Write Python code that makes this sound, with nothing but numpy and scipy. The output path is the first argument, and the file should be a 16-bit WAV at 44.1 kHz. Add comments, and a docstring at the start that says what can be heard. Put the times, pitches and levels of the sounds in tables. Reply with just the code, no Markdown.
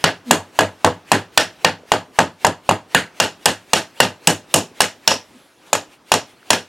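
"""A quiet bed of outdoor air and cloth runs throughout; a stiff jacket sleeve swishes before every blow. From
the start a rubber mallet knocks an open engine casing on a wooden bench in a small workshop: twenty blows in a
near-steady beat. Each is a dull push, a noisy clang through the parts, a held level plateau and free ringing;
after many the casing drops back on the bench. A low hum sinks early on; a faint one and a thin hiss come in the
pause near the end, before three slower blows with brief rustles. The loudest peaks clip."""
import sys
import numpy as np
from scipy import signal
from scipy.fft import rfft, irfft, next_fast_len
from scipy.io import wavfile
from scipy.ndimage import uniform_filter1d

SR = 44100
rng = np.random.default_rng(int(sys.argv[2]) if len(sys.argv) > 2 else 0)


def master(y):
    """Save y as 16-bit WAV."""
    cut = np.clip(np.atleast_2d(y).T, -1, 1)
    pcm = np.round(cut * 32767)  # scale
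    wavfile.write(sys.argv[1], SR, pcm.astype(np.int16))


N = 294579

# background level over time: start_s, air_db, cloth_db
BED_LEVELS = [(0, -50, -44), (0.235, -49.5, -59), (0.6, -50, -52.5), (1.2, -49.5, -58.5), (1.571, -49, -54),
              (1.844, -50, -59), (2.2, -55, -56.5), (2.8, -52, -59.5), (3.2, -49, -56), (3.7, -53.5, -53.5),
              (4.466, -49, -56.5), (5.0, -52, -55), (5.4, -53.5, -52.5), (5.56, -58, -58), (5.68, -50, -51),
              (6.043, -55.5, -61), (6.3, -54.5, -56.5), (6.68, -53.5, -54)]
# colour of the outdoor air, then of the cloth: pitch_hz, relative density_db (per Hz)
AIR_COLOUR = [(18, -56.5), (30, -3.5), (221, 4.5), (308, 8), (420, 3.5), (1550, -4.5), (1850, -9.5),
              (5140, -19), (6000, -16), (7800, -52), (13200, -120)]
CLOTH_COLOUR = [(88, -36.5), (150, -10.5), (340, 2), (1010, 1), (1110, -6), (1200, -1), (2580, 1),
                (4900, -5.5), (10300, -11.5), (15800, -20)]
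# stereo width of air and cloth: pitch_hz, side_minus_mid_db
BED_WIDTH = [(100, -17), (2000, -14.5), (8000, -25.5), (15000, -10)]
# brief cloth rustles: centre_s, half_length_s, level_db
CLOTH_RUSTLES = [(5.675, 0.015, -57.5), (5.934, .025, -51.5), (6.297, 0.033, -55.5)]
# thin high hiss: start_s, end_s, pitch_hz, width_hz, level_db
THIN_HISS = (5.36, 5.8, 10700, 900, -66)
# short low hums: start_s, swell_s (half the length), start_hz, end_hz, level_db
LOW_HUMS = [(0.247, 0.068, 293.8, 228.2, -20.5), (5.343, 0.019, 255, 245, -39)]
# faint taps: start_s, pitch_hz, level_db
FAINT_TAPS = [(1.645, 800, -22), (1.834, 500, -34.5), (1.853, 520, -38), (4.714, 304, -34.5),
              (6.429, 1500, -39.5)]
# the casing drops back on the bench: start_s, thud_db, clang_db, treble_tilt_db (per octave over 3 kHz)
DROPS = [(0.0579, -10, -17, -6.5), (0.6074, -1, -29.5, 8.5), (0.8631, -1.5, -24.5, 1),
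         (0.8756, -0.5, -31, -5.5), (1.1304, -2.5, -25.5, -0.5), (1.398, -7, -21.5, -3.5),
         (1.9372, -5, -22, -5), (2.2026, 0.5, -27, 3), (2.467, -1.8, -20.5, 6), (2.711, 2.5, -17.5, -4),
         (3.4844, -13, -25.5, -2.5), (4.2841, -15, -27, 1.2), (4.3017, -10, -23, 0),
         (4.5602, -10.5, -21.5, 9), (4.817, -9, -17, 7), (5.1151, -2.5, -19, -7.5), (5.752, -5.5, -20, 0.5),
         (6.1389, 0, -11.5, 2.3), (6.5312, -3.5, -9.5, -0.5)]
# mallet blows: start_s, thud_db, then the db over the usual share that reaches bench_db, rim_db, gears_db,
# small_parts_db, then plateau_hold_s, sleeve_db
MALLET_BLOWS = [(0.0405, 3, 1.2, 3.5, 1.3, -5, 0.031, -55.5), (0.3093, 15, 2.1, 1.3, -1.5, 3.5, 0.028, -42),
                (0.5891, 8.5, 2, 0, -8, -4, 0.032, -44.5), (0.8455, 9, 5.5, 0.5, -6.5, -5, 0.019, -53),
                (1.1167, 6, 2.6, 2.7, -1.5, -1, 0.032, -46), (1.3751, 4, -1.4, 4.5, 10, 2.5, 0.03, -48),
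                (1.6467, 5.5, -0.8, 2, -0.3, -5.5, 0.026, -49),
                (1.918, 8, -0.1, -1.2, -7.5, -6, 0.027, -47.5), (2.1877, 7, 2, -1.7, -5, -5, 0.026, -44.5),
                (2.4467, 8.5, 1.2, -2, -7, -4.5, 0.027, -43.5),
                (2.691, 7.5, 2, -2, -10.5, -6.5, 0.025, -47),
                (2.9471, 3.5, 0.3, 6.5, -5.5, -0.1, 0.032, -44), (3.2, -3, -2.1, -0.6, 4, 1.4, 0.04, -47.5),
                (3.457, -3.5, -1, 2, 2.2, 4, 0.031, -50), (3.7328, 0.3, -1.5, 0.5, 5, 3, 0.04, -49),
                (4.002, 6.5, 1.5, 2.5, 4.5, 2, 0.032, -46), (4.272, -6, 3, -1, 4, 7.5, 0.029, -47),
                (4.5403, -4.5, 3, -4, 5.5, 7.6, 0.032, -45.5), (4.8045, 5, -5.5, -0.6, 5, 4, 0.032, -45.5),
                (5.0759, -0.1, -4.5, -4, 12, 3.4, 0.043, -52),
                (5.7299, 2.5, -4.5, -4.5, -0.7, 1, 0.024, -60), (6.1176, 6.5, -2.5, -3, 6, 2, 0.038, -46),
                (6.504, 0.5, -2.5, 0.1, 6.5, 2.2, 0.038, -50.5)]
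# resonances of each part of bench and casing: pitch_hz, width_hz, relative level_db
LEG_MODES = [(96, 13, 3), (179, 30, 2.5)]
BENCH_MODES = [(238, 72, 2), (315, 50, 3.5), (414, 110, -0.5)]
SHELL_MODES = [(490, 100, 2.5), (630.6, 40, 6.5), (702, 82, 1.5), (804, 96, 3), (888, 71, 5),
               (980, 85, -10.5), (993, 25, -5), (1255, 99, -3)]
RIB_MODES = [(1364, 220, 2.5), (1526, 120, 7.5), (1672, 175, 9), (1757, 90, 5), (1802, 93, 4.5),
             (2030, 760, 1)]
SHAFT_MODES = [(2422, 260, 2.5), (2776, 160, 5.5), (2908, 110, 7.5), (3320, 620, 2), (3956, 120, 1.5),
               (3986, 530, 1.5), (4810, 750, -2)]
GEAR_MODES = [(4920, 160, 2.5), (5443, 290, 9.5), (5995, 90, 7), (5650, 150, 4)]
SHIM_MODES = [(6250, 300, 0), (6770, 390, 2), (7167, 84, 6.5), (7670, 260, -3)]
BEARING_MODES = [(7790, 54, 6.5), (8300, 380, 4), (8950, 250, 5.5), (9690, 750, -1), (10850, 530, -4),
                 (11520, 240, -3), (12400, 700, -8.5), (14100, 900, -11.5), (15300, 900, -24.5)]
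PARTS = [LEG_MODES, BENCH_MODES, SHELL_MODES, RIB_MODES, SHAFT_MODES, GEAR_MODES, SHIM_MODES, BEARING_MODES]
# settling of the rattle, one value for each of PARTS: t60_s
SETTLE_T60 = [0.23, 0.19, 0.18, 0.19, 0.2, 0.21, 0.19, 0.17]
# rattle of each of PARTS: usual_db, then the db gained per db into bench, rim, gears, small_parts
PART_DRIVE = [(-30, 1.46, .15, 0.031, 0), (-24, 1.2, -0.15, 0.1, -0.07), (-20.5, 0.66, -.2, 0.095, -0.24),
              (-24, 0, 0.92, 0, -0.033), (-24.5, 0, .35, 0.32, 0.02), (-34, 0, -0.17, 0.9, 0),
              (-31.5, 0, -.2, -0.04, .83), (-34, 0, .2, -0.084, 1.06)]
# lightly damped free modes: pitch_hz, level_db (over their part's rattle, before the metal lift), t60_s
FREE_MODES = [(106, 5, .21), (165, 10, .2), (231, 0, .18), (598, -5, .14), (898, -5, .12), (983, -7, .15),
              (1566, -6, .17), (1663, -3, .17), (1781, -2, .17), (1868, -4, .17), (2438, -8, .15),
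              (2792, -1, .19), (2948, -3, .19), (3299, -7, .16), (4791, -8, .15), (5460, -3, .14),
              (5690, -3, .14), (7076, -2, .16), (7975, -4, .14), (11580, -10, .15)]
# decay of the room: pitch_hz, t60_s
ROOM_DECAY = [(80, 0.11), (300, 0.22), (1100, 0.29), (4000, 0.19), (12000, 0.2)]
# stereo width of the room: pitch_hz, side_minus_mid_db
ROOM_WIDTH = [(100, -47.5), (1000, -21), (3000, -8.5), (6000, -1), (10000, -5.5), (13000, -4)]
# first reflections off nearby things: pitch_hz, side_db (under the direct sound)
NEAR_WIDTH = [(100, -43.5), (800, -38.5), (2000, -28), (5000, -23), (12000, -25)]

THUD_HZ = 856  # pitch of the mallet's push
CLANG_DB, BRIGHT_DB = 16.5, 3  # clang over the rattle at 3 kHz, its tilt per octave
# free modes above METAL_HZ ring stronger and vary more from blow to blow
METAL_HZ, METAL_DB, METAL_SCATTER_DB, WOOD_SCATTER_DB = 1400, 1.5, 4, 1.5
TOP_HZ = 15900  # band limit


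def amp(db):
    """dB to gain."""
    return 10 ** (np.asarray(db) / 20)


def unit(x):
    """Scale to rms 1."""
    return x / np.sqrt(np.mean(x ** 2) + 1e-20)


def along(points, hz):
    """Read a curve of (Hz, value) points on a log frequency axis."""
    point_hz, value = np.transpose(points)
    return np.interp(np.log(hz + 1), np.log(point_hz + 1), value)


def filtered(x, response):
    """Multiply the spectrum of x by a response, which may be complex."""
    size = next_fast_len(N + SR // 2)
    spectrum = rfft(x, size) * response(np.fft.rfftfreq(size, 1 / SR))
    return irfft(spectrum, size)[..., :N]


def place(times, levels_db, shapes):
    """Add one shape at each time."""
    out = np.zeros(N + SR)
    for start, db, shape in zip(times, levels_db, shapes):
        out[round(start * SR):][:len(shape)] += amp(db) * shape
    return out[:N]


def rush(colour):
    """Patchy stereo noise of rms 1: its level wanders over time and pitch, mostly alike on both sides."""
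    grains = signal.stft(rng.standard_normal((2, N)), nperseg=512)[2]
    patches = uniform_filter1d(rng.standard_normal(grains.shape[1:]), 6, 0)
    patches = uniform_filter1d(patches, 8, 1)
    pair = signal.istft(grains * amp(2.1 * unit(patches)), nperseg=512)[1][:, :N]
    mid, side = filtered(pair, lambda hz: amp(along(colour, hz)) * [hz >= 0, amp(along(BED_WIDTH, hz))])
    return unit(np.array([mid + side, mid - side]))


def background():
    """Outdoor air, cloth rustle, and the sleeve's friction noise swelling into each blow."""
    when, air_db, cloth_db = np.transpose(BED_LEVELS)
    now = np.arange(N) / SR
    blow_s, sleeve_db = np.transpose(MALLET_BLOWS)[[0, -1]]
    ahead = blow_s[:, None] - now  # time left before the blow
    swing = np.clip((0.075 - ahead) / 0.049, 0, 1) ** 2 * (ahead > 0)
    cloth = amp(np.interp(now, when, cloth_db)) + amp(sleeve_db) @ swing
    for centre, half, db in CLOTH_RUSTLES:
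        cloth += amp(db) * np.exp(-((now - centre) / half) ** 2)
    air = amp(np.interp(now, when, air_db))
    return air * rush(AIR_COLOUR) + cloth * rush(CLOTH_COLOUR)


def hiss():
    """Narrow noise that comes in quickly and fades."""
    start, end, hz, width_hz, db = THIN_HISS
    band = filtered(rng.standard_normal(N), lambda f: np.exp(-((f - hz) / width_hz) ** 2))
    fade = np.interp(np.arange(N) / SR, [start, start + 0.03, end], [0, 1, 0])
    return amp(db) * unit(band) * fade


def low_hums():
    """A short low hum with a weak octave sinks in pitch as it swells and fades."""
    out = np.zeros(N)
    for start, swell, start_hz, end_hz, db in LOW_HUMS:
        t = np.arange(round(2 * swell * SR)) / SR
        pitch = end_hz + (start_hz - end_hz) * np.exp(-3 * t / swell)
        phase = 2 * np.pi * np.cumsum(pitch) / SR
        tone = np.sin(phase) + 0.18 * np.sin(2 * phase)
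        out += place([start], [db], [tone * np.sin(np.pi * t / (2 * swell)) ** 2])
    return out


def part_levels():
    """Rattle dB of every part (rows) at every blow (columns), from where the blow's energy goes."""
    drive = np.array(PART_DRIVE)
    return drive[:, :1] + drive[:, 1:] @ np.transpose(MALLET_BLOWS)[2:-2]


def rings():
    """Lightly damped modes ring freely; every blow starts them at new strengths."""
    blow_s = np.transpose(MALLET_BLOWS)[0]
    hz, level_db, t60 = np.transpose(FREE_MODES)
    part = np.searchsorted([modes[0][0] * 0.98 for modes in PARTS], hz) - 1
    # three draws per blow and mode: strength, detune, phase
    chance = rng.standard_normal((len(blow_s), 3 * len(hz))).reshape(len(blow_s), 3, -1)
    metal_db = METAL_DB + METAL_SCATTER_DB * chance[:, 0]
    extra_db = np.where(hz > METAL_HZ, metal_db, WOOD_SCATTER_DB * chance[:, 0])
    strength = amp(part_levels().T[:, part] + level_db + extra_db)
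    t = np.arange(SR // 3)[:, None] / SR
    build = 1 - np.exp(-t / (0.0004 + 1.7 / hz))  # low modes need a few cycles to build
    fade = amp(-60 * t / t60) * build
    shapes = []
    for gain, (_, detune, phase) in zip(strength, chance):
        tones = np.sin(2 * np.pi * (hz * (1 + 0.0016 * detune) * t + phase))
        shapes.append((fade * tones) @ gain)
    return place(blow_s, 0 * blow_s, shapes)


def grit(spread_db, rate):
    """Noise whose size jumps rate times a second, as small contacts do."""
    steps = rng.standard_normal(int(N * rate / SR) + 2)
    size = steps[(np.arange(N) * rate / SR).astype(int)]
    return unit(rng.standard_normal(N) * amp(spread_db * size))


def body(modes):
    """Causal response of a part's resonances, steep outside them, passing white noise at rms 1."""
    low_hz, high_hz = 0.55 * modes[0][0], 1.6 * modes[-1][0]

    def response(f):
        ring = 0
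        for k, (hz, width, db) in enumerate(modes):
            mode = 1j * f * width / (hz * hz - f * f + 1j * f * width)
            ring = ring + (-1) ** k * amp(db) * mode  # neighbours push opposite ways
        ring = ring * (1j * f / (low_hz + 1j * f)) ** 2 / (1 + 1j * f / high_hz) ** 2
        return ring / np.sqrt(np.mean(np.abs(ring) ** 2))
    return response


def rattle():
    """Gritty force through each part's resonances: clang at the blow, a level plateau through the hold, then
    settling."""
    blow_s, hold = np.transpose(MALLET_BLOWS)[[0, -2]]
    drop_s, _, drop_db, tilt_db = np.transpose(DROPS)
    t = np.arange(SR // 2) / SR
    drop_fade = [amp(-60 * t / 0.011)] * len(drop_s)
    out = np.zeros(N)
    for modes, db, t60 in zip(PARTS, part_levels(), SETTLE_T60):
        octave = np.log2(modes[len(modes) // 2][0] / 3000)
        clang = amp(CLANG_DB + BRIGHT_DB * octave) * np.exp(-(t / 0.0038) ** 1.68)
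        clang = clang * (1 - np.exp(-t / 0.000063))
        settling = amp(-60 * np.maximum(t - hold[:, None], 0) / t60)
        plateau = (1 - np.exp(-t / 0.0088)) * settling
        force = place(blow_s, db, clang + plateau)
        part_drop_db = drop_db - 3.0 * abs(octave) + tilt_db * max(octave, 0)
        force += place(drop_s, part_drop_db, drop_fade)
        out += filtered(force * grit(2.26, 600), body(modes))
    return out


def thuds(times, levels_db, hz, width):
    """A soft face pushes out a short wave around a deep trough, one cycle after the start."""
    t = np.arange(SR // 50) / SR
    hz = np.reshape(hz, (-1, 1))
    late = t - 1 / hz
    push = -np.cos(2 * np.pi * hz * late) * np.exp(-(late / width) ** 2)
    push = push * (1 - np.exp(-t / 0.0001))
    return place(times, levels_db, np.broadcast_to(push, (len(times), len(t))))


def knocks():
    """The dull pushes of blows, rebounds, faint taps and the casing rocking on its feet."""
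    blow_s, blow_db = np.transpose(MALLET_BLOWS)[:2]
    hold = np.transpose(MALLET_BLOWS)[-2]
    shell_db = part_levels()[2]
    drop_s, drop_db = np.transpose(DROPS)[:2]
    tap_s, tap_hz, tap_db = np.transpose(FAINT_TAPS)
    out = thuds(blow_s, blow_db, THUD_HZ, 0.00079)
    out += thuds(drop_s, drop_db, 907, 0.0006)
    out += thuds(tap_s, tap_db, tap_hz, 0.002)
    # six small rocking knocks after each blow
    when, pitch, size = rng.random((len(blow_s), 18)).reshape(len(blow_s), 3, 6).transpose(1, 0, 2)
    rock_s = blow_s[:, None] + 0.00792 + 1.8 * hold[:, None] * when
    rock_db = shell_db[:, None] + 9.5 - 8 * when - 7 * size
    return out + thuds(rock_s.ravel(), rock_db.ravel(), 420 * 2.4 ** pitch.ravel(), 0.0012)


def room(x):
    """A diffuse tail: each frequency dies at its own speed; the sides differ mostly in the treble."""
    _, t, z = signal.stft(rng.standard_normal((2, SR // 2)), SR, nperseg=256)
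    hz = np.fft.rfftfreq(256, 1 / SR)
    z = z * amp(-60 * t / along(ROOM_DECAY, hz)[:, None])
    z[1] *= amp(along(ROOM_WIDTH, hz))[:, None]
    mid, side = signal.istft(z, SR, nperseg=256)[1]
    tail = np.array([mid + side, mid - side]) / np.linalg.norm(mid)
    delayed = np.pad(x, (300, 0))[None]  # samples
    return signal.fftconvolve(delayed, tail, axes=1)[:, :N]


def nearby(x):
    """Reflections within a few ms reach the two microphone ports unequally."""
    t = np.arange(SR // 100) / SR
    echo = rng.standard_normal(len(t)) * amp(-60 * t / 0.006)
    reflected = signal.fftconvolve(x, echo / np.linalg.norm(echo))[:N]
    side = filtered(reflected, lambda hz: amp(along(NEAR_WIDTH, hz)))
    return np.array([side, -side])


def scene():
    """The background, hums and hiss, then ringing, rattle and knocks with their reflections."""
    bed = background() + hiss() + low_hums()
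    casing = rings() + rattle() + knocks()
    return bed + casing + amp(-18.5) * room(casing) + nearby(casing)


def record(dry):
    """The microphone drops deep bass, the input stage clips hard, nothing is kept above the band limit."""
    picked = filtered(dry, lambda hz: (1j * hz / (45 + 1j * hz)) ** 2)
    clipped = picked / (1 + np.abs(picked) ** 24) ** (1 / 24)
    return filtered(clipped, lambda hz: hz < TOP_HZ)


dry = scene()
out = record(dry)
master(out)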